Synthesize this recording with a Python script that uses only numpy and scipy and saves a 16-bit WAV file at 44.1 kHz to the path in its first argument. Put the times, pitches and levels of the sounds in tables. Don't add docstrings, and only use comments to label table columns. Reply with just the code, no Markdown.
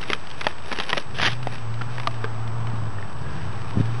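import sys
import numpy as np
from scipy import signal
from scipy.fft import rfft, irfft, next_fast_len
from scipy.io import wavfile
from scipy.ndimage import map_coordinates

SR = 44100
rng = np.random.default_rng(int(sys.argv[2]) if len(sys.argv) > 2 else 0)


def log_audio(samples):
    frames = np.atleast_2d(samples).T
    limited = np.clip(frames, -1, 1)
    pcm = np.round(limited * 32767).astype(np.int16)
    wavfile.write(sys.argv[1], SR, pcm)


N = 176400
TIME = np.arange(N) / SR

# start in seconds, relative level in dB, bass and treble trims in dB.
CRACKS = [(0.014, -37, -4, 5.5), (.028, -31, -16, -5), (0.0364, -32.5, -12, -4), (.085, -38, -10, 0),
          (0.1011, -21, 0, -3), (0.1197, -31, -11, -2), (.1326, -19.5, -26, 0), (0.271, -40.5, -6, 3),
          (0.301, -44, -10, 6), (0.3134, -41, -8, 5.5), (0.4105, -33, -24, 6.5), (0.4141, -25.5, -5, -10),
          (0.444, -29.5, -13, -6), (.4682, -16.5, -6.5, -5.5), (0.5077, -31.5, -18, -20),
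          (.5834, -36.5, -13, -4), (0.717, -25.5, 1, -6.5), (0.7264, -27, -2, -0.5), (0.7304, -29, -1, -2),
          (0.754, -39, -3, -2), (.7615, -36, -8, 1), (0.7737, -33, -13, -2), (0.7873, -26.5, -8, -1.5),
          (0.8002, -24.5, -4, 1.5), (.805, -34, -6, 0), (0.81, -34.5, 4, 2), (.8205, -36, -10, 0),
          (.836, -36, -8, 4.5), (0.8936, -27, -8, 2.5), (0.901, -27, -19, 0), (0.9038, -29, -10, 1),
          (0.9299, -16.5, -5, -7), (0.9709, -25.5, 2.5, -7), (0.978, -25.5, -1, 4), (.999, -36.5, -10, 2),
          (1.1869, -28.5, -2, 0.5), (1.1984, -21.5, -3, -11), (1.209, -33, -5, 2), (1.2164, -24, -14, -1),
          (1.2203, -27, -14, -1), (1.2279, -22, -1, -2), (1.2332, -21, -15, -1.5), (1.242, -33, -10, 6),
          (1.2491, -21.5, -9, -15), (1.2546, -27, -13, 5.5), (1.2602, -23, -6, -2), (1.266, -23, -3, 1),
          (1.2715, -23.5, -11, -2), (1.2759, -23, -6, -2), (1.284, -28, -2, -2), (1.304, -32.5, -12, -2),
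          (1.3175, -36.5, -12, 3), (1.3215, -39, -13, 0), (1.3317, -34, -14, -3), (1.429, -38, -2, 1),
          (1.4712, -32, 5.5, -3.5), (1.5232, -40, -13, -6), (1.556, -38.5, -15, -1),
          (1.582, -38.5, -14, -4), (1.741, -41, -28, -0.5), (1.8139, -39, -3, -3), (1.818, -30.5, 0, -9),
          (1.9817, -30, -7, -9), (1.9992, -28.5, -10, -5), (2.034, -35, -14, -7), (2.0724, -25.5, -7, 3),
          (2.11, -43, -10, -1), (2.1425, -43.5, -9, 0), (2.2425, -26.5, -17, -8.5), (2.25, -32.5, -8, -9),
          (2.4766, -39.5, -9, -3), (2.6707, -33.5, -9.5, -5.5), (2.699, -39, -10, -4.5),
          (2.9847, -40.5, 3, -10.5), (3.027, -40.5, -7, -13), (3.375, -47, -8, -6), (3.618, -41.5, -8, -1),
          (3.709, -43, -6, 1), (3.856, -43, -2, 0)]
# frequency in Hz, gain in dB.
CRACK_COLOUR = [(150, 2.5), (400, -5), (900, -0.5), (1800, -2.5), (2400, -1.5), (3100, 1), (4000, -4.5),
                (5000, -4.5), (6500, -12.5), (10000, -17.5)]
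# frequency in Hz, time to fall 60 dB in seconds.
CRACK_T60 = [(200, 0.097), (700, 0.045), (2000, 0.016), (6000, 0.018)]

def cracks(splinters=3, splinter_within_s=.002, attack_s=.0004, smear=.66):
    out, t = np.zeros(N), TIME[:SR // 12]
    white = rng.standard_normal((len(CRACKS), 2, len(t)))
    tails = 0
    for k, (hz, sos) in enumerate(bands()):
        t60 = at_hz(CRACK_T60, hz)
        tails += signal.sosfilt(sos, white[:, k % 2]) * decay(t, t60) / np.sqrt(t60)
    tails *= 1 - np.exp(-t / attack_s)
    delays = (rng.random((len(CRACKS), splinters)) * splinter_within_s * SR).astype(int)
    signs = rng.choice([-1, 1], delays.shape)
    for (s, db, bass_db, treble_db), tail, delay, sign in zip(CRACKS, tails, delays, signs):
        burst = tail / np.linalg.norm(tail)
        burst[0] += from_db(-.5)
        burst[delay] += sign * from_db(-7.5)
        burst = signal.lfilter([-smear, 1], [1, -smear], burst)
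        tone = [(500, bass_db + 2.5), (1100, 0), (2000, 0), (3800, treble_db - 3.5)]
        burst = coloured(burst, tone, CRACK_COLOUR)
        add(out, s, from_db(db + 32.5) * burst)
    return cut(out, hz=138, kind="high")


# start in seconds, pitch in Hz, level in dB, 60 dB decay in seconds.
PLATES = [(.101, 420, -16.5, 0.036), (.1325, 1810, -9, 0.0051), (0.4677, 610, -15.5, 0.038),
          (.468, 855, -15.5, 0.026), (0.7871, 410, -21, 0.033), (0.9315, 1920, -15, 0.028),
          (.973, 575, -19, 0.049), (1.4712, 747, -15, 0.021), (1.812, 1369, -21.5, 0.039),
          (2.0725, 1190, -9.5, 0.026), (2.073, 670.6, -18.5, 0.057), (2.2422, 446.5, -19.5, 0.052),
          (2.2424, 1560, -21.5, 0.024), (2.985, 1820, -29, 0.028), (3.026, 1800, -28.5, 0.033)]

def plates():
    out = np.zeros(N)
    for s, hz, db, t60 in PLATES:
        add(out, s, from_db(db) * ring(hz, t60))
    return out


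def fibres(per_s, spread_db, t60, colour):
    sizes = from_db(spread_db * np.minimum(rng.exponential(1, N), 4.5))
    signs = rng.choice([-1, 1], N)
    clicks = sizes * signs * (rng.random(N) < per_s / SR)
    out, t = np.zeros(N), TIME[:SR // 30]
    for hz, sos in bands()[5:]:
        scatter = rng.standard_normal(len(t)) * decay(t, t60)
        scatter *= from_db(-6) / np.linalg.norm(scatter)
        scatter[0] += 1
        band_gains = from_db(3.5 * np.clip(rng.standard_normal(N), -2, 2))
        struck = signal.fftconvolve(clicks * band_gains, scatter)[:N]
        out += from_db(at_hz(colour, hz)) * np.sqrt(hz) * rms_one(signal.sosfilt(sos, struck))
    return rms_one(out)


# time in seconds, level in dB.
RUB = [(0, -38.5), (.14, -35), (.2, -48.5), (.38, -42.5), (.45, -33.5), (.51, -36.5), (.55, -53),
       (.64, -43.5), (.72, -33.5), (.86, -38.5), (.98, -29), (1.07, -52.5), (1.16, -40), (1.35, -42),
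       (1.4, -49), (1.54, -38), (1.66, -60), (2.0, -42), (2.35, -52.5), (4, -44.5)]
# frequency in Hz, relative spectral density in dB.
RUB_COLOUR = [(150, 3), (400, 0.5), (900, -2), (1800, 1.5), (3000, -3), (5000, -6.5), (6500, -17.5),
              (10000, -11)]

def rubbing():
    return from_db(in_time(RUB)[0]) * fibres(per_s=650, spread_db=2.9, t60=.008, colour=RUB_COLOUR)


# time in seconds, level of the fractures in dB.
RIP = [(1.145, -42), (1.19, -32.5), (1.21, -30.5), (1.235, -27), (1.255, -22), (1.284, -25), (1.288, -32.5),
       (1.335, -34.5), (1.35, -69)]
# frequency in Hz, relative spectral density in dB.
RIP_COLOUR = [(200, -6), (500, -11.5), (900, -4.5), (1350, -9), (1850, 2), (2400, -2), (3100, 1),
              (4000, -7), (5000, -7), (6500, -19), (10000, -16)]
# frequency in Hz, level in dB relative to the fractures where the rip is loudest.
RIP_TONES = [(1722, -7), (1861, -8), (1935, -7), (2665, -13), (2790, -15), (2985, -15), (3168, -14),
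             (3440, -18)]

def rip():
    tearing = (TIME > RIP[0][0]) & (TIME < RIP[-1][0])
    level = tearing * from_db(in_time(RIP)[0])
    fractures = fibres(per_s=1100, spread_db=1.8, t60=.006, colour=RIP_COLOUR)
    tones = sum(from_db(db) * rms_one(resonance(fractures, hz, width_hz=25.2)) for hz, db in RIP_TONES)
    return level * (fractures + tones * level / level.max())


# time in seconds, level in dB.
RUSTLE = [(3.1, -73), (3.24, -47), (3.58, -52), (3.75, -85)]

def rustle(hz=1625, width_hz=200):
    noise = rng.standard_normal(N)
    for _ in range(2):
        noise = resonance(noise, hz, width_hz)
    return from_db(in_time(RUSTLE)[0]) * rms_one(noise)


# time in seconds, level in dB.
GRIP = [(3.68, -75), (3.75, -36), (3.805, -33), (3.86, -72)]
# start in seconds, peak in dB before the low cut.
BUMPS = [(2.736, -23), (3.756, -21), (3.771, -7), (3.7808, -14), (3.7992, -10), (3.8065, -7.5)]

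def bumps():
    rub = cut(rng.standard_normal(N), hz=316, kind="low")
    out = from_db(in_time(GRIP)[0]) * rms_one(rub)
    thud = cut(ring(hz=184.7, t60=.014), hz=420, kind="low")
    for s, db in BUMPS:
        add(out, s, from_db(db) * thud / thud.max())
    return cut(out, hz=55, kind="high")


# time in seconds, firing rate in Hz, level in dB.
ENGINE = [(0, 89.2, -46), (.65, 80, -45), (.95, 75.5, -60), (1.17, 78, -41), (1.33, 122.2, -30.5),
          (1.45, 126.2, -32.5), (1.56, 114.2, -38), (1.68, 110.5, -29), (1.99, 123.7, -32.5),
          (2.24, 110.5, -31), (2.7, 112.8, -27), (2.9, 107.5, -30), (3.08, 93.8, -41), (3.3, 76.3, -38.5),
          (3.48, 98.1, -35.5), (3.7, 98.8, -35.5), (3.84, 113, -24), (4, 115.8, -31.5)]
# multiple of the firing rate, relative level in dB.
ENGINE_ORDERS = [(2 / 3, -19.5), (1, 0), (2, -20.5)]

def engine(waver=.012, flutter_db=.25):
    firing_hz, db = in_time(ENGINE)
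    heard_hz = firing_hz * (1 + waver * drift(per_s=24.14))
    phase = 2 * np.pi * np.cumsum(heard_hz) / SR
    out = np.zeros(N)
    for order, order_db in ENGINE_ORDERS:
        level = from_db(db + order_db - flutter_db * drift(per_s=18))
        out += np.sqrt(2) * level * np.sin(order * phase)
    return out


# time in seconds, level in dB.
RUMBLE = [(0, -43.5), (1.03, -49), (1.1, -34.5), (1.3, -39), (1.7, -41), (2.4, -42), (2.75, -34),
          (3.1, -38), (3.3, -31.5), (3.45, -35), (3.7, -35), (4, -34.5)]
# time in seconds, level of its body in dB, level of its treble in dB.
HISS = [(0, -41.5, -45.5), (1.1, -43, -49.5), (1.8, -41, -46.5), (2.4, -38.5, -48.5), (2.75, -38.5, -48),
        (3.15, -40, -51.5), (3.35, -39.5, -45.5), (3.7, -39, -48.5), (4, -38.5, -45.5)]
# frequency in Hz, relative density in dB.
RUMBLE_COLOUR = [(30, -19.5), (60, -6), (90, -0.5), (130, 4), (180, -3.5), (260, -18), (450, -13.5),
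                 (1000, -96)]
HISS_COLOUR = [(250, 2), (500, -3), (750, 1), (1150, 2), (1450, -4), (2000, -16.5), (3000, -30),
               (5500, -37), (7500, -46)]
TREBLE_COLOUR = [(900, -24), (1650, 1), (2000, -4.5), (3000, -5.5), (4000, -12), (5000, -9), (6500, -10),
                 (10000, -49)]

def outdoors():
    rumble = rms_one(coloured(rng.standard_normal(N), RUMBLE_COLOUR))
    hiss = coloured(rng.standard_normal(N), HISS_COLOUR)
    hiss = rms_one(cut(hiss, hz=226, kind="high"))
    treble = rms_one(coloured(rng.standard_normal(N), TREBLE_COLOUR))
    hiss_db, treble_db = in_time(HISS)
    return from_db(in_time(RUMBLE)[0]) * rumble + from_db(hiss_db) * hiss + from_db(treble_db) * treble


# frequency in Hz, relative gain in dB.
SIDE_COLOUR = [(100, -54), (300, -12), (1000, -1), (2000, -0.5), (4000, 2), (8000, -2.5)]

def stereo_side(x):
    t = TIME[:SR // 60]
    scatter = rng.standard_normal(len(t)) * t * decay(t, t60=.012)
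    scattered = signal.fftconvolve(x, scatter / np.linalg.norm(scatter))[:N]
    return from_db(-22.5) * coloured(scattered, SIDE_COLOUR)


def from_db(db):
    return 10 ** (np.asarray(db) / 20)


def rms_one(x):
    return x / np.sqrt(np.mean(x ** 2) + 1e-20)


def in_time(rows):
    s, *columns = np.transpose(rows)
    return [np.interp(TIME, s, c) for c in columns]


def at_hz(points, hz):
    f, value = np.transpose(points)
    return np.interp(np.log(hz + 1e-9), np.log(f), value)


def add(out, s, x):
    i = int(s * SR)
    out[i:i + len(x)] += x[:N - i]


def drift(per_s):
    knots = rng.standard_normal(1000)
    return rms_one(map_coordinates(knots, [TIME * per_s], order=3, mode="mirror"))


def bands():
    edges = 22 * 2 ** np.arange(0, 9.6, .5)
    return [(np.sqrt(low * high), signal.butter(2, [low, high], "band", fs=SR, output="sos"))
            for low, high in zip(edges, edges[1:])]


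def coloured(x, *colours):
    n = 2 * next_fast_len(len(x))
    hz = np.arange(n // 2 + 1) * SR / n
    gain = from_db(sum(at_hz(colour, hz) for colour in colours))
    cepstrum = irfft(np.log(gain))
    cepstrum[1:n // 2] *= 2
    cepstrum[n // 2 + 1:] = 0
    return irfft(rfft(x, n) * np.exp(rfft(cepstrum)))[:len(x)]


def cut(x, hz, kind):
    return signal.sosfilt(signal.butter(2, hz, kind, fs=SR, output="sos"), x)


def resonance(x, hz, width_hz):
    return signal.lfilter(*signal.iirpeak(hz, hz / width_hz, fs=SR), x)


def decay(t, t60):
    return from_db(-60 * t / t60)


def ring(hz, t60):
    t = TIME[:SR // 10]
    return np.sin(2 * np.pi * hz * t) * decay(t, t60)


def scene():
    bark = cracks() + plates() + rubbing() + rip() + rustle()
    air = outdoors()
    sides = np.array([[1], [-1]])
    return bark * from_db(-.3 * sides) + air + stereo_side(bark + air) * sides + engine() + bumps()


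def record(dry, dip_hz=8030, whine_hz=7997, cutoff_hz=10500, offset=-.073):
    dipped = dry
    for _ in range(2):
        dipped = signal.lfilter(*signal.iirnotch(dip_hz, Q=1.74, fs=SR), dipped)
    whine = np.sqrt(2) * from_db(-61.5) * np.sin(2 * np.pi * whine_hz * TIME)
    low_pass = signal.ellip(10, .3, 80, cutoff_hz, fs=SR, output="sos")
    return offset + signal.sosfilt(low_pass, dipped + whine)


dry = scene()
out = record(dry)
log_audio(out)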